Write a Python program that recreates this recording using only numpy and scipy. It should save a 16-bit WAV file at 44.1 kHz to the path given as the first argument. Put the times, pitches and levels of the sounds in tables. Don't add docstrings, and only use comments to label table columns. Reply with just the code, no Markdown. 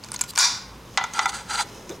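import sys
import numpy as np
from scipy import signal
from scipy.fft import rfft, irfft
from scipy.io import wavfile
from scipy.ndimage import uniform_filter1d

SR = 44100
rng = np.random.default_rng(int(sys.argv[2]) if len(sys.argv) > 2 else 0)


def output_pcm(signal):
    pcm = np.clip(np.atleast_2d(signal).T, -1, 1) * 32767
    wavfile.write(sys.argv[1], SR, np.round(pcm).astype(np.int16))


N = 88200
T = np.arange(N) / SR

# f/Hz, t60/s, then level/dB when dropped on, knocked and scraped
RING_TONES = [(778.6, 0.064, -11.5, 1, -6.5), (872, 0.095, -15, -4.5, -4), (931, 0.097, -8, -4, -5.5),
              (980.6, .13, -7.5, -6, -8), (1253, 0.067, -33, -2.5, -10), (1371.5, 0.062, -8, 4, 2),
              (1422, 0.17, -5.5, -12, -8.5), (1459, 0.052, 1, -1, -8), (1700, 0.022, 0, -38, -4),
              (1997, 0.065, -19, 3, -7.5), (2205, 0.055, -11.5, -5.5, -11.5), (2378, 0.073, -3.5, -8, -11),
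              (3080, 0.016, -6, -29, -3), (3515, 0.16, -9, -7, -21), (3540, 0.28, -14, -39, -24),
              (4090, 0.082, -1, -26, -8.5), (4730, 0.05, -13, -32, -9), (4812, 0.097, -19, -20, -12),
              (4710, .17, -3, -30, -25), (4800, 0.2, -11, -38, -28), (5292, 0.07, -8, -19, -30),
              (5315, 0.059, -7, -38, -38), (5630, 0.043, 8.5, -32, -30), (5795, 0.096, -13, -13, -14.5)]
DROPPED, KNOCKED, SCRAPED = range(3)
# f/Hz, level/dB
WALL_RATTLE = [(500, -38), (800, -6.5), (1500, -5), (1800, -11), (2400, -3.5), (2650, -10.5), (3250, -12.5),
               (3600, 1.5), (4400, -1), (4850, 11.5), (5200, 3.5), (5700, 3.5), (6200, 1), (6700, 0),
               (7500, -3), (9300, -16), (10200, -9), (11000, -32), (15000, -47)]
WALL_KNOCK = [(200, -12), (550, -24), (800, 3.5), (2300, -8), (2700, -8), (3300, -1), (4600, -5),
              (5300, -9), (6000, -1), (7200, -5.5), (7900, -16), (8900, -11), (9600, -33), (15000, -34)]
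WALL_SCRAPE = [(250, 2), (600, -8.5), (850, 3.5), (1150, 2.5), (1550, -1), (2600, -7.5), (4600, 7.5),
               (5400, -11.5), (6000, 4.5), (8500, 4), (9400, -3.5), (10300, -8.5), (11200, -15),
               (13000, -15), (15500, -43)]
# t/s, level/dB
RATTLE = [(.386, -23), (.392, -10.5), (.41, -17), (.43, -20), (.452, -20), (.47, -26.5), (.49, -27),
          (.53, -35.5), (.58, -40), (.62, -95)]
SIZZLE = [(.386, -15.5), (.41, -40), (.44, -41), (.47, -49), (.52, -74)]
# t/s, ring/dB, wall/dB, contact cut-off/Hz, ping boost/dB
KNOCKS = [(.9746, -12.5, -3.5, 9900, 5), (1.011, -29, -34, 5000, -0.5), (1.0392, -24.5, -28.5, 9000, -3),
          (1.1805, -29.5, -30, 6000, -8), (1.1919, -16.5, -9.5, 5400, 2), (1.2572, -17.5, -28, 7000, -1),
          (1.2915, -40, -26.5, 12000, -12)]
# t/s, grit/dB, ring/dB
SCRAPE = [(1.121, -55, -64), (1.15, -38, -30), (1.183, -36, -36), (1.205, -39, -36), (1.222, -32.5, -27.5),
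          (1.25, -43, -34), (1.275, -48, -51), (1.294, -27.5, -34), (1.311, -49.5, -62),
          (1.329, -40, -31.5), (1.348, -31, -35), (1.365, -36, -39.5), (1.39, -41.5, -36), (1.42, -46, -45),
          (1.44, -58, -51), (1.478, -51, -46), (1.495, -35, -35), (1.509, -31.5, -24.5), (1.52, -35, -34),
          (1.551, -29, -25), (1.564, -36, -37.5), (1.591, -29.5, -21), (1.607, -25, -24),
          (1.628, -30.5, -54), (1.637, -62, -68), (1.66, -84, -83)]
# t/s, crack/dB, t60/s, ring/Hz, ring/dB
TICKS = [(.0378, -35, 0.021, 4580, -31), (.045, -31, 0.012, 7500, -40), (.062, -50, .03, 6800, -51),
         (.087, -29.5, 0.0067, 4660, -62), (.118, -26, 0.013, 9300, -21), (.131, -34, .02, 7600, -35),
         (.1395, -30.5, 0.029, 8070, -25), (.1435, -25.5, .03, 9900, -39), (.161, -31, 0.015, 4260, -23.5),
         (.163, -50, 0.012, 6500, -21.5), (.1915, -26, 0.019, 2480, -29.5),
         (.2103, -17.5, 0.029, 10750, -25.5), (.2145, -44, 0.018, 7250, -11), (.228, -43, 0.015, 4380, -36),
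         (0.2377, -26, 0.027, 7080, -40), (.335, -38.5, 0.028, 1000, -33.5), (.3535, -30, 0.028, 8000, -44),
         (.359, -25, 0.019, 5740, -23.5), (.37, -26.5, 0.022, 7450, -50), (0.3764, -13, 0.029, 8460, -14),
         (.3872, -11.5, 0.032, 6900, -4), (.4065, -16.5, 0.09, 6630, -17), (1.039, -29, 0.021, 6650, -25),
         (1.1355, -30, 0.036, 6400, -28.5), (1.2575, -24, 0.024, 6300, -25.5),
         (1.278, -47, 0.026, 4200, -36), (1.2915, -31, 0.023, 6200, -34), (1.506, -46, 0.028, 4060, -32),
         (1.5565, -32, 0.015, 4330, -20), (1.8935, -29, 0.013, 6300, -30.5), (1.901, -39, 0.015, 6050, -35),
         (1.9105, -51, 0.06, 3630, -41)]
# t/s, level/dB
SLIDE = [(0, -67), (.05, -46.5), (.1, -53), (.25, -45.5), (.33, -57.5), (.84, -60), (.93, -51.5),
         (1.0, -49.5), (1.6, -55), (1.67, -48.5), (1.76, -46.5), (1.86, -52.5), (1.94, -46), (1.965, -48),
         (1.98, -63)]
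RUB = [(.27, -60), (.292, -37.5), (.309, -34), (.318, -66), (.33, -79)]
BUMPS = [(1.897, -34.5), (1.904, -33), (1.924, -42)]
# f/Hz, level/dB
SQUEAK = [(4000, -8), (4780, -17), (7450, -11)]
# t/s, level/dB
OIL_FLOW = [(0, -53), (.6, -53), (1.0, -49.5), (1.6, -49), (1.8, -45), (2, -49)]
# f/Hz, level/dB
SIZZLE_COLOUR = [(3000, -30), (5500, -22), (7000, -11), (8500, 5), (10300, 3), (11500, -15), (15000, -20),
                 (16000, -25)]
TICK_COLOUR = [(300, -37), (650, -20), (1000, 15), (1400, -10), (2300, 7), (3400, 0.5), (4400, 4),
               (7500, 7), (10500, -6), (13000, -7), (16000, -18)]
SLIDE_COLOUR = [(300, 7), (1000, 2), (1600, -5), (3000, 1), (3700, -3.5), (4700, -7), (5500, 11.5),
                (5900, -2), (6400, 9.5), (7200, -2), (9200, -1), (11000, -10), (16000, -24)]
RUB_COLOUR = [(1000, -29), (3200, 2), (4000, 3), (4400, 12), (4800, 11), (5600, -3), (7500, 3), (9500, 3),
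              (11500, -4), (13400, 1), (16000, -15)]
BUMP_COLOUR = [(70, -15), (130, -0.5), (240, -24), (345, 6), (450, -1), (570, -4), (800, -17), (1200, -14),
               (1600, -18.5), (5000, -38)]
OIL_COLOUR = [(120, 1), (250, 3), (370, 6.5), (550, 5.5), (700, -5.5), (980, -3.5), (1300, -30.5),
              (3000, -42), (8000, -32.5)]
ROOM_COLOUR = [(200, 14), (900, -0.5), (2200, 2.5), (4500, -1), (8000, -7), (15000, 2.5)]
RUMBLE_COLOUR = [(20, -22), (36, -32), (46, -7), (55, 10.5), (70, -7), (95, 0.5), (120, 3.5), (145, -3.5),
                 (195, 1.5), (300, -8), (600, -21), (980, -7.5), (1600, -16), (4000, -19), (8000, -28.5),
                 (15500, -32.5)]
# f/Hz, side minus mid/dB
WIDTH = [(60, -38), (125, -37), (250, -19), (1000, -12), (2500, -13), (5000, -13.5), (9000, -19.5),
         (13000, -68)]

BOWL_LOW_HZ = 526
TOUCH_DAMPS_HZ = 3230
PING_HZ, PING_WIDTH_HZ = 2000, 130
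DROP_S, TICK_ATTACK_S = 0.3768, 0.00031
ROOM_DB, ROOM_T60_S, ROOM_BUILD_S = -16.5, 0.48, 0.0032
LIMIT_DB, RELEASE_DB_PER_S, CUTOFF_HZ = -6.5, 250, 16000


def drop():
    out = np.zeros((2, N))
    add(out, DROP_S, amp(-11.5) * bowl_ring(DROPPED, t60_scale=0.85, damped_hz=TOUCH_DAMPS_HZ))
    add(out, DROP_S, amp(-8.5) * wall(WALL_KNOCK, t60=0.019))
    bounces = contacts(per_s=1600, spread_db=2.5) * (T > RATTLE[0][0])
    chatter = bounces * level(RATTLE)
    out += through(chatter, wall(WALL_RATTLE, t60=0.044))
    out += through(bounces * level(SIZZLE), wall(SIZZLE_COLOUR, t60=0.045))
    out += amp(-10.5) * through(chatter, bowl_ring(DROPPED))
    out += amp(-10) * through(chatter, bowl_ring(DROPPED, t60_scale=2))
    return out + amp(-6) * through(chatter, wall(WALL_RATTLE, t60=0.49, size=32768))


def knocks():
    out = np.zeros((2, N))
    for s, ring_db, wall_db, contact_hz, ping_db in KNOCKS:
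        high_cut = signal.butter(2, contact_hz, fs=SR, output="sos")
        add(out, s, amp(ring_db) * bowl_ring(KNOCKED, ping_db=ping_db, damped_hz=TOUCH_DAMPS_HZ))
        add(out, s, amp(wall_db) * signal.sosfilt(high_cut, wall(WALL_KNOCK, t60=0.049)))
    return out


def bowl_ring(action, t60_scale=1, ping_db=0, damped_hz=np.inf, size=16384):
    out = 0
    for k, (hz, t60, *levels_db) in enumerate(RING_TONES):
        ping = np.exp(-((hz - PING_HZ) / PING_WIDTH_HZ) ** 2)
        gain = (-1) ** k * amp(levels_db[action] + ping_db * ping)
        damped_t60 = t60 * t60_scale / (1 + (hz / damped_hz) ** 4)
        out += gain * np.sin(2 * np.pi * hz * T[:size]) * fade(damped_t60, size)
    return low_cut(out, BOWL_LOW_HZ)


def wall(colour, t60, size=8192):
    spectrum, out = rfft(noise(colour, size)), 0
    hz = np.arange(size // 2 + 1) * SR / size
    octave = np.log2(np.clip(hz, 500, 16000) / 4000)
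    for k in range(-3, 3):
        band = irfft(spectrum * np.maximum(1 - abs(octave - k), 0), size)
        out += band * fade(t60 * 2 ** (-0.45 * k), size)
    return low_cut(out, BOWL_LOW_HZ)


def scrape():
    s, grit_db, ring_db = np.transpose(SCRAPE)
    grit, push = (amp(np.interp(T, s, db)) * (T > s[0]) for db in (grit_db, ring_db))
    slips = [contacts(per_s=700, spread_db=2) / np.sqrt(3) for _ in range(3)]
    rasp = sum(through(grit * slip, wall(WALL_SCRAPE, t60=0.03)) for slip in slips)
    return rasp + through(push * sum(slips), bowl_ring(SCRAPED, t60_scale=0.42))


def ticks(size=4096):
    out = np.zeros((2, N))
    bowl = bowl_ring(DROPPED, damped_hz=TOUCH_DAMPS_HZ)
    for s, db, t60, ring_hz, ring_db in TICKS:
        crack = amp(db) * noise(TICK_COLOUR, size)
        ring = amp(ring_db) * noise(peak(ring_hz, octaves=0.12, down_db=6), size)
        envelope = (1 - np.exp(-T[:size] / TICK_ATTACK_S)) * fade(t60, size)
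        add(out, s, (crack + ring) * envelope)
        add(out, s, amp(db - 15) * bowl)
    return low_cut(out, hz=345)


def hand():
    out = level(SLIDE) * through(contacts(per_s=2500, spread_db=5.5), wall(SLIDE_COLOUR, t60=0.024))
    squeak = sum(amp(db) * noise(peak(hz, octaves=0.012, down_db=8)) for hz, db in SQUEAK)
    out += level(RUB) * (noise(RUB_COLOUR) + squeak) * (T > RUB[0][0])
    for s, db in BUMPS:
        add(out, s, amp(db) * noise(BUMP_COLOUR, size=8192) * fade(t60=0.19, size=8192))
    return out


def workshop(x):
    build = 1 - np.exp(-(T / ROOM_BUILD_S) ** 2)
    return amp(ROOM_DB) * through(x, noise(ROOM_COLOUR) * fade(ROOM_T60_S) * build)


def oil():
    return level(OIL_FLOW) * noise(OIL_COLOUR)


def rumble():
    return amp(-45.5) * low_cut(noise(RUMBLE_COLOUR), hz=36.3)


def contacts(per_s, spread_db):
    sizes = amp(spread_db * np.minimum(rng.exponential(1, N), 3)) * rng.choice([-1, 1], N)
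    return unit(sizes * (rng.random(N) < per_s / SR))


def noise(colour, size=N):
    hz = np.maximum(np.arange(size // 2 + 1) * SR / size, 1)
    mid, side = np.exp(2j * np.pi * rng.random((2, len(hz)))) * at_hz(colour, hz)
    side = side * at_hz(WIDTH, hz)
    return unit(irfft([mid + side, mid - side], size))


def peak(hz, octaves, down_db):
    return [(hz * 2 ** (k * octaves), -down_db * k * k) for k in range(-3, 4)]


def through(x, response):
    response = np.atleast_2d(response)
    energy = np.sum(response ** 2) / len(response)
    return signal.fftconvolve(np.atleast_2d(x), response / np.sqrt(energy), axes=1)[:, :N]


def add(out, s, sound):
    i = int(s * SR)
    out[:, i:i + sound.shape[-1]] += sound[..., :N - i]


def amp(db):
    return 10 ** (np.asarray(db) / 20)


def unit(x):
    return x / np.sqrt(np.mean(x ** 2) + 1e-20)


def level(curve):
    return amp(np.interp(T, *np.transpose(curve)))


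def at_hz(points, hz):
    f, db = np.transpose(points)
    return amp(np.interp(np.log(hz), np.log(f), db))


def fade(t60, size=N):
    return np.exp(-np.log(1000) * T[:size] / t60)


def low_cut(x, hz):
    return signal.sosfilt(signal.butter(3, hz, "high", fs=SR, output="sos"), x)


def scene():
    near = drop() + knocks() + ticks() + scrape() + hand()
    return near + workshop(near) + oil() + rumble()


def record(dry):
    peak_db = 20 * np.log10(abs(dry).max(axis=0) + 1e-9)
    over_db = np.maximum(peak_db - LIMIT_DB, 0)
    duck_db = np.maximum.accumulate(over_db + RELEASE_DB_PER_S * T) - RELEASE_DB_PER_S * T
    limited = dry * amp(-uniform_filter1d(duck_db, size=24))
    high_cut = signal.cheby2(16, 70, CUTOFF_HZ + 700, fs=SR, output="sos")
    return signal.sosfilt(high_cut, limited)


dry = scene()
out = record(dry)
output_pcm(out)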